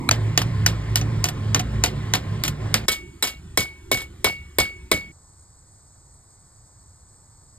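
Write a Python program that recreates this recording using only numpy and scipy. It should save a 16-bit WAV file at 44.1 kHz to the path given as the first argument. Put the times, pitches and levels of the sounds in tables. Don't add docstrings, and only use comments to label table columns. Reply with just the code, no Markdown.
import sys
import numpy as np
from scipy import signal
from scipy.fft import rfft, irfft
from scipy.io import wavfile
from scipy.ndimage import uniform_filter1d

SR = 44100
rng = np.random.default_rng(int(sys.argv[2]) if len(sys.argv) > 2 else 0)


def unload_wav(signal):
    wavfile.write(
        sys.argv[1],
        SR,
        np.round(np.clip(np.atleast_2d(signal).T, -1, 1) * 32767).astype(np.int16),
    )


N = 334263

TAKE_ENDS_S = (.0946, 2.858, 5.118)
FACE_END_S, VISE_END_S, HORN_END_S = TAKE_ENDS_S

# start_s, level_db
FACE_BLOW = (.0898, -8)
# mode_hz, level_db, t60_s (each ring() call scales the t60 of its modes)
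FACE_MODES = [(725, 0, .04), (1300, 1.5, 0.037), (1680, -7, .04), (2390, 2.5, 0.044), (3014, -12, .03),
              (4000, 1, 0.035), (5460, -18.5, .03), (6400, -14, 0.034), (7950, -15, .03),
              (9500, -10.5, .03)]
# freq_hz, density_db_per_hz
FACE_FORGE_SPECTRUM = [(30, -72.5), (60, -57), (140, -51), (340, -53), (600, -78.5), (1000, -64.5),
                       (1500, -94.5), (2230, -75), (2700, -89.5), (4000, -92.5), (8000, -93.5),
                       (12000, -100), (15000, -115)]

# centre_hz, pole_width_hz, level_db (strongest row takes its level from BURNER)
CHAMBER_MODES = [(58.2, 3, -35.5), (85.5, 10, -44), (108.4, 8.7, -25), (144.9, 18, -33), (171.5, 3, -37.5),
                 (215.4, 4.6, -40), (289.3, 14, -46.5), (370, 22, -45), (434, 14, -50), (1051, 54, -51),
                 (1820, 200, -57.5)]
# time_s, hum_db
BURNER = [(0.1, -21), (0.15, -25.5), (0.28, -18.5), (0.35, -29.5), (0.46, -21), (0.51, -26), (0.64, -18),
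          (0.84, -32.5), (0.91, -22.5), (1.24, -24), (1.3, -36.5), (1.5, -20), (1.7, -33), (1.75, -22.5),
          (1.9, -32), (2.15, -26), (2.21, -39.5), (2.31, -25), (2.47, -36.5), (2.49, -28), (2.57, -48),
          (2.63, -24.5), (2.86, -36)]
# freq_hz, density_db_per_hz
ROAR_SPECTRUM = [(30, -64.5), (57, -62.5), (80, -50.5), (110, -39), (145, -66.5), (200, -56.5), (400, -63),
                 (700, -73), (1050, -76), (1500, -78), (2100, -78), (3000, -82.5), (8000, -94),
                 (15000, -110)]
HISS_SHARE = 0.19

# start_s, strength_db, brightness_db_per_octave, vise_clank_db
VISE_BLOWS = [(0.1117, -1, -0.8, -19.5), (0.3763, 0.2, 0.5, -17), (0.6629, -0.5, 1.5, -15.5),
              (0.9572, -1.5, 3, -21), (1.2413, -4, 2.7, -22.5), (1.5461, -1, -0.8, -19),
              (1.838, 2, 0.9, -17), (2.137, 0.1, 0, -24), (2.4373, -4.5, 1.3, -32.5), (2.7416, 2, 1, -21.5)]
# freq_hz, density_db_per_hz
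VISE_CRACK = [(200, -47), (400, -53), (800, -45.5), (1500, -54), (2200, -50.5), (3000, -48.5),
              (4500, -50.5), (6500, -54), (9000, -57), (12000, -59), (15500, -67.5)]
# freq_hz, density_db_per_hz
VISE_RATTLE = [(200, -58), (400, -51.5), (800, -66), (1500, -66), (2200, -60.5), (3000, -60), (4500, -62),
               (6500, -69), (9000, -73), (12000, -75), (15500, -77.5)]
# mode_hz, level_db, t60_s
HAMMER_HEAD_MODES = [(2230, -2.5, 0.012), (4900, -1.5, .014), (6470, 0.5, 0.0097), (10400, 0.5, 0.0037)]
# mode_hz, level_db, t60_s
VISE_MODES = [(288, 0.5, 0.089), (718, 0, 0.077), (916, 1.5, 0.024), (1250, -1.5, 0.044), (1446, -3, 0.073),
              (1805, 0, .05), (2110, -3.5, 0.03), (2600, 3.5, .05), (2910, 1.5, .08), (3150, -2.5, 0.041),
              (3530, -15, 0.054), (4000, -21.5, .05), (4540, -2, 0.029), (5050, 4, .05), (6200, -24, 0.014),
              (6120, 9, .05), (9420, -7.5, 0.022), (11100, -6, 0.036)]
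VISE_RATTLE_DB, VISE_RATTLE_T60_S = -17.5, 0.15
VISE_THUD_DB, THUD_DB_PER_BRIGHTNESS = -21.5, -2

# start_s, level_db, chatter_t60_s, brightness_db_per_octave, handle_knock_db
REBOUNDS = [(0.4162, -11.5, 0.049, -0.3, -29), (0.9722, -24, .092, 1, -48), (1.0128, -26, 0.047, -2.5, -25),
            (1.2544, -23, 0.15, 0.1, -45), (1.2859, -15.5, .063, 1.5, -50), (1.5577, -15, 0.1, -3, -33),
            (1.5938, -14.5, 0.068, -0.2, -20), (1.8592, -19.5, 0.088, -1, -21.5),
            (2.1478, -11, 0.098, -0.7, -19), (2.4488, -19, 0.16, 2.5, -38),
            (2.4783, -10.5, 0.052, 4.5, -41), (2.9164, -14.5, 0.15, 2.5, -48),
            (3.2364, -13.5, 0.14, 2.5, -27), (3.2697, -18, .14, 3, -46), (3.6042, -15.5, 0.1, 2.5, -43),
            (3.626, -23, .07, 7, -48), (3.9428, -13.5, 0.042, 0.2, -28), (3.9708, -22.5, 0.14, 4, -48),
            (4.0034, -30, 0.15, 0, -56), (4.0167, -32, .11, 5, -54), (4.2597, -13, 0.11, -3, -23),
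            (4.5995, -9, 0.083, 0.5, -22)]
# mode_hz, level_db, t60_s
HANDLE_MODES = [(730, 0, 0.083)]
REBOUND_CLANK_DB, CLANK_SHARE = -28, .3

# start_s, strength_db, brightness_db_per_octave, clank_db, low_knock_db,
# ring_family_1_db, ring_family_2_db, bar_settles_after_s
HORN_BLOWS = [(2.8828, -10, 1.6, -13.5, -16.5, -20, -35, .4), (3.2249, -8, 1, -18, -23, -26, -32, 0.15),
              (3.5739, -5, 1.1, -14, -10.5, -18.5, -46, 0.33),
              (3.9147, -6, 1.9, -18.5, -10, -16.5, -33, 0.13), (4.244, -3, 1.3, -18, -14, -16, -30.5, .4),
              (4.585, -2.5, 1.04, -19.5, -10.5, -15, -33.5, .4),
              (4.915, -3, 0.3, -15.5, -8.5, -17.5, -39, .4)]
# freq_hz, density_db_per_hz
HORN_CRACK = [(200, -46), (400, -47.5), (800, -42.5), (1500, -56.5), (2200, -40.5), (3000, -61),
              (4500, -50), (6500, -60), (9000, -55), (12000, -54), (15500, -59)]
# freq_hz, density_db_per_hz
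HORN_RATTLE = [(200, -52.5), (400, -55.5), (800, -70.5), (1500, -62), (2200, -60.5), (3000, -58.5),
               (4500, -59.5), (6500, -65), (9000, -64.5), (12000, -67), (15500, -73)]
# mode_hz, level_db, t60_s
BAR_MODES = [(1292, -18, 0.33), (1500, -13.5, 0.13), (1780, -7.5, 0.053), (3040, -14.5, 0.11),
             (3220, -15.5, 0.19), (3390, -4, .07), (3730, -4, .06), (3970, -6, 0.13), (5120, -2.5, 0.078),
             (6500, -3, .06), (8150, -5, .08), (8560, -9, 0.077), (10620, -6, .07), (12300, -8, 0.045)]
# mode_hz, level_db, t60_s
BAR_LOW_MODES = [(357, -3, .06), (419, 0, 0.051), (533.6, -12.5, 0.17), (635, -8.5, 0.1),
                 (755, -12.5, 0.041), (1047, -1.5, 0.034)]
# mode_hz, level_db, t60_s
ANVIL_FAMILIES = [
    [(2229, 0, .39), (4544, -16, .28)],
    [(2767, 0, .42), (5518, 2, .17)],
]
HORN_RATTLE_DB, HORN_RATTLE_T60_S = -18.5, 0.22
HORN_THUD_DB = -6.5
BAR_SPREAD_DB = 3

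# freq_hz, density_db_per_hz
DISTANT_SPECTRUM = [(30, -87.5), (57, -56), (85, -64), (110, -67), (170, -73), (230, -77.5), (300, -77),
                    (375, -70), (440, -92), (1000, -93.5), (3000, -97), (5000, -101), (8000, -97),
                    (12000, -110), (15500, -122)]
# time_s, level_db
LOW_BAND_LEVEL = [(2.86, -42.5), (3.302, -42), (3.8, -44), (4.0, -40.5), (4.3, -45), (5.12, -43.5)]

# freq_hz, density_db_per_hz
YARD_SPECTRUM = [(25, -102), (60, -67), (100, -73), (200, -89), (500, -92.5), (1000, -93), (1800, -104),
                 (3100, -117), (4500, -99), (5600, -101.5), (6900, -91.5), (7300, -98), (8100, -84.5),
                 (9100, -105), (12500, -112), (14500, -130)]
# freq_hz, likeness_0_to_1
YARD_SAME = [(60, 0.98), (200, 0.97), (500, 0.33), (1500, 0.55), (3000, 0.93), (5000, 0.93), (6500, 1)]
# freq_hz, likeness_0_to_1
SHOP_SAME = [(60, 1), (150, 1), (300, 0.96), (700, 0.68), (1500, 0.65), (3000, 1)]
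# freq_hz, lead_rad
LEFT_LEAD = [(0, 0), (200, 0), (520, 1.15), (1550, 0.4), (2070, 0.77), (2580, 2.5), (3100, 1.6),
             (3800, 1.32), (5100, 1.7355), (5700, 2.5), (7750, 7), (8300, 6.5), (10330, 9.5), (12400, 12),
             (14500, 15.5), (17000, 18)]
# freq_hz, difference_db
LEFT_LEVEL = [(60, 0.5), (120, -2), (240, -3.5), (480, -6.5), (950, 0), (1890, 1.0), (3770, -1), (7520, 0),
              (15000, 0.0)]
EDGE_HZ = 16700


def amp(db):
    return 10 ** (np.asarray(db) / 20)


def evened(x):
    return x / np.sqrt(np.mean(x ** 2) + 1e-20)


def read(points, hz):
    f, value = np.transpose(points)
    return np.interp(np.log(hz + 1), np.log(f + 1), value)


def add(mix, start_s, sound):
    part = mix[:, round(start_s * SR):][:, :sound.shape[-1]]
    part += sound[..., :part.shape[1]]


def take(start_s, end_s, fade_s=.004):
    t = np.arange(N) / SR
    return np.clip(np.minimum(t - start_s, end_s - t) / fade_s + .5, 0, 1)


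def noise(field_db, same, size, length):
    hop = size // 4
    hz = np.fft.rfftfreq(size, 1 / SR)[:, None]
    t = np.arange(length // hop + 6) * hop / SR
    a, b, c, d = rng.standard_normal((len(t), len(hz), 4)).T
    right = a + 1j * b
    like = np.clip(read(same, hz), 0, 1)
    left = like * right + np.sqrt(1 - like ** 2) * (c + 1j * d)
    spectra = np.array([left, right]) * amp(field_db(hz, t))
    channels = signal.istft(spectra, nperseg=size, noverlap=size - hop)[1][:, :length]
    return np.sqrt(1.5 * SR / size) * channels


def wander(shape, width):
    patches = rng.standard_normal(shape[::-1]).T
    patches = uniform_filter1d(patches, width[0], 0)
    return evened(uniform_filter1d(patches, width[1], 1))


def burst(db, colour, t60_s, tilt_db, rise_s, lumpy_db, damping):
    t = np.arange(int(.4 * SR)) / SR

    def field_db(hz, frames):
        damping_db = 60 * frames / t60_s * (1 - ((hz + 300) / 4000) ** damping)
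        lumps_db = lumpy_db * wander((len(hz), len(frames)), (2, 5))
        return read(colour, hz) + tilt_db * np.log2((hz + 100) / 3000) + lumps_db + damping_db

    steel = noise(field_db, SHOP_SAME, size=128, length=len(t))
    steel = signal.lfilter(*signal.butter(2, 260, "high", fs=SR), steel)
    shape = amp(db - 60 * t / t60_s) * np.clip(t / max(rise_s, 1e-4), 0, 1) ** 2
    return steel * shape * np.linalg.norm(shape) / np.linalg.norm(steel[1] * shape)


def ring(modes, db, longer, spread_db, slow_cycles):
    t = np.arange(int(.6 * SR)) / SR
    hz, mode_db, t60_s = np.transpose(modes)[:, :, None]
    spot, phase = rng.standard_normal((len(modes), 2, 1)).swapaxes(0, 1)
    level = amp(db + mode_db + spread_db * spot - 60 * t / (t60_s * longer))
    onset = 1 - np.exp(-(t * hz / slow_cycles) ** 2)
    return (level * np.sin(2 * np.pi * (hz * t + phase)) * onset).sum(0)


def face_blow():
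    mix = np.zeros((2, N))
    start_s, db = FACE_BLOW
    add(mix, start_s, ring(FACE_MODES, db, longer=0.87, spread_db=0, slow_cycles=1.5))
    add(mix, start_s, burst(-13, HORN_CRACK, .05, .1, .0008, 3.8, .05))
    return mix * take(-1, FACE_END_S, fade_s=0.00058)


def face_forge():
    def field_db(hz, frames):
        return read(FACE_FORGE_SPECTRUM, hz) + 0 * frames
    return noise(field_db, SHOP_SAME, size=1024, length=N) * take(-1, FACE_END_S)


def forge():
    time_s, hum_db = np.transpose(BURNER)
    swing_db = hum_db - hum_db.mean()
    t, hum = np.arange(N) / SR, 0
    for k, (hz, width_hz, db) in enumerate(CHAMBER_MODES):
        r = np.exp(-np.pi * width_hz / SR)
        slow = rng.standard_normal((2, N))
        for _ in range(2):
            slow = signal.lfilter([1], [1, -r], slow)
        drive = slow[0] + 1j * slow[1]
        if k == 2:
            drive = np.exp(1j * np.angle(drive)) * amp(np.interp(t, time_s, hum_db))
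        else:
            drive = drive / np.sqrt(np.mean(abs(drive) ** 2))
            drive = drive * amp(db + 0.26 * np.interp(t, time_s, swing_db))
        hum = hum + np.sqrt(2) * (drive * np.exp(2j * np.pi * hz * t)).real

    def roar_db(hz, frames):
        swell_db = HISS_SHARE * np.interp(frames, time_s, swing_db)
        lumps_db = 1.5 * wander((len(hz), len(frames)), (10, 12))
        return read(ROAR_SPECTRUM, hz) - 6 * (hz < 500) + swell_db + lumps_db

    roar = noise(roar_db, SHOP_SAME, size=1024, length=N)
    return (hum + roar) * take(FACE_END_S, VISE_END_S)


def thud(db, hz, t60_s, swell_s):
    t = np.arange(int(.3 * SR)) / SR
    band = signal.butter(2, [0.14 * hz, hz], "band", fs=SR)
    low = signal.lfilter(*band, rng.standard_normal(len(t)))
    shape = amp(db - 60 * t / t60_s) * (1 - np.exp(-(t / swell_s) ** 2))
    return low * shape * np.linalg.norm(shape) / np.linalg.norm(low * shape)


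def vise_blows():
    mix = np.zeros((2, N))
    for s, db, tilt_db, clank_db in VISE_BLOWS:
        thud_db = VISE_THUD_DB + THUD_DB_PER_BRIGHTNESS * tilt_db
        add(mix, s, burst(db - 3.5, VISE_CRACK, 0.015, tilt_db, .0006, 3.5, .05))
        add(mix, s, ring(HAMMER_HEAD_MODES, db - 3, 0.69, 3.16, 4.1))
        add(mix, s, ring(VISE_MODES, clank_db, 0.52, 3.4, 0.97))
        add(mix, s, burst(db + VISE_RATTLE_DB, VISE_RATTLE, VISE_RATTLE_T60_S, tilt_db, 0.0062, 1.9, .15))
        add(mix, s, thud(thud_db, 350, .15, 0.007))
    return mix * take(-1, VISE_END_S)


def rebounds():
    vise, horn = np.zeros((2, 2, N))
    for s, db, t60_s, tilt_db, knock_db in REBOUNDS:
        mix, modes = (horn, BAR_LOW_MODES + BAR_MODES) if s > VISE_END_S else (vise, VISE_MODES)
        clank_db = REBOUND_CLANK_DB + CLANK_SHARE * db
        add(mix, s, burst(db - 6, VISE_CRACK, t60_s, tilt_db, 0.0016, 4.5, .1))
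        add(mix, s + .004, ring(HANDLE_MODES, knock_db, 0.92, 0, 2.2))
        add(mix, s, ring(modes, clank_db, .9, BAR_SPREAD_DB, 1.8))
    return vise * take(-1, VISE_END_S) + horn * take(-1, HORN_END_S)


def distant_forge():
    time_s, db = np.transpose(LOW_BAND_LEVEL)

    def field_db(hz, frames):
        swell_db = np.interp(frames, time_s, db - db.mean()) * (hz < 450)
        return read(DISTANT_SPECTRUM, hz) + swell_db + 3.4 * wander((len(hz), len(frames)), (6, 8))
    return noise(field_db, SHOP_SAME, size=2048, length=N) * take(VISE_END_S, HORN_END_S)


def anvil_ring(family_db, settles_s):
    sound = sum(ring(modes, db, 0.99, 0, 5.2) for modes, db in zip(ANVIL_FAMILIES, family_db))
    rested_s = np.maximum(np.arange(len(sound)) / SR - settles_s, 0)
    return sound * amp(-330 * rested_s)


def horn_blows():
    mix = np.zeros((2, N))
    for s, db, tilt_db, clank_db, low_db, *family_db, settles_s in HORN_BLOWS:
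        add(mix, s, burst(db - 1, HORN_CRACK, 0.0121, tilt_db + 3, 0.00055, 2.5, .05))
        add(mix, s, burst(db - 5.5, HORN_CRACK, 0.031, tilt_db, .0015, 3.5, 0.086))
        add(mix, s, ring(BAR_MODES, clank_db, 0.68, BAR_SPREAD_DB, 1.5))
        add(mix, s, ring(BAR_LOW_MODES, low_db, 0.85, 0.94, 0.84))
        add(mix, s, burst(HORN_RATTLE_DB, HORN_RATTLE, HORN_RATTLE_T60_S, tilt_db, .004, 4.8, .15))
        add(mix, s, thud(low_db + HORN_THUD_DB, 270, 0.16, .016))
        add(mix, s, anvil_ring(family_db, settles_s))
    return mix * take(-1, HORN_END_S)


def yard():
    def field_db(hz, frames):
        throb_db = 0.5 * wander((1, len(frames)), (1, 6)) * (hz > 4000)
        return read(YARD_SPECTRUM, hz) + throb_db + 0.35 * wander((len(hz), len(frames)), (6, 20))
    return noise(field_db, YARD_SAME, size=1024, length=N) * take(HORN_END_S, 9)


def scene():
    face = face_blow() + face_forge()
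    vise_and_horn = forge() + vise_blows() + rebounds() + distant_forge() + horn_blows()
    return face + vise_and_horn + yard()


def record(dry):
    padded = N + SR
    hz = np.fft.rfftfreq(padded, 1 / SR)
    left_response = amp(read(LEFT_LEVEL, hz)) * np.exp(1j * np.interp(hz, *np.transpose(LEFT_LEAD)))
    left = irfft(rfft(dry[0], padded) * left_response, padded)[:N]
    both = np.array([left, dry[1]])
    both = .97 * np.tanh(both / .97)
    top = signal.firwin2(255, [0, 15300, 15900, SR / 2], [1, 1, amp(-24.5), amp(-31.5)], fs=SR)
    edge = np.convolve(top, signal.firwin(511, EDGE_HZ, window=("kaiser", 9), fs=SR))
    return signal.oaconvolve(both, edge[None], "same")


dry = scene()
out = record(dry)
unload_wav(out)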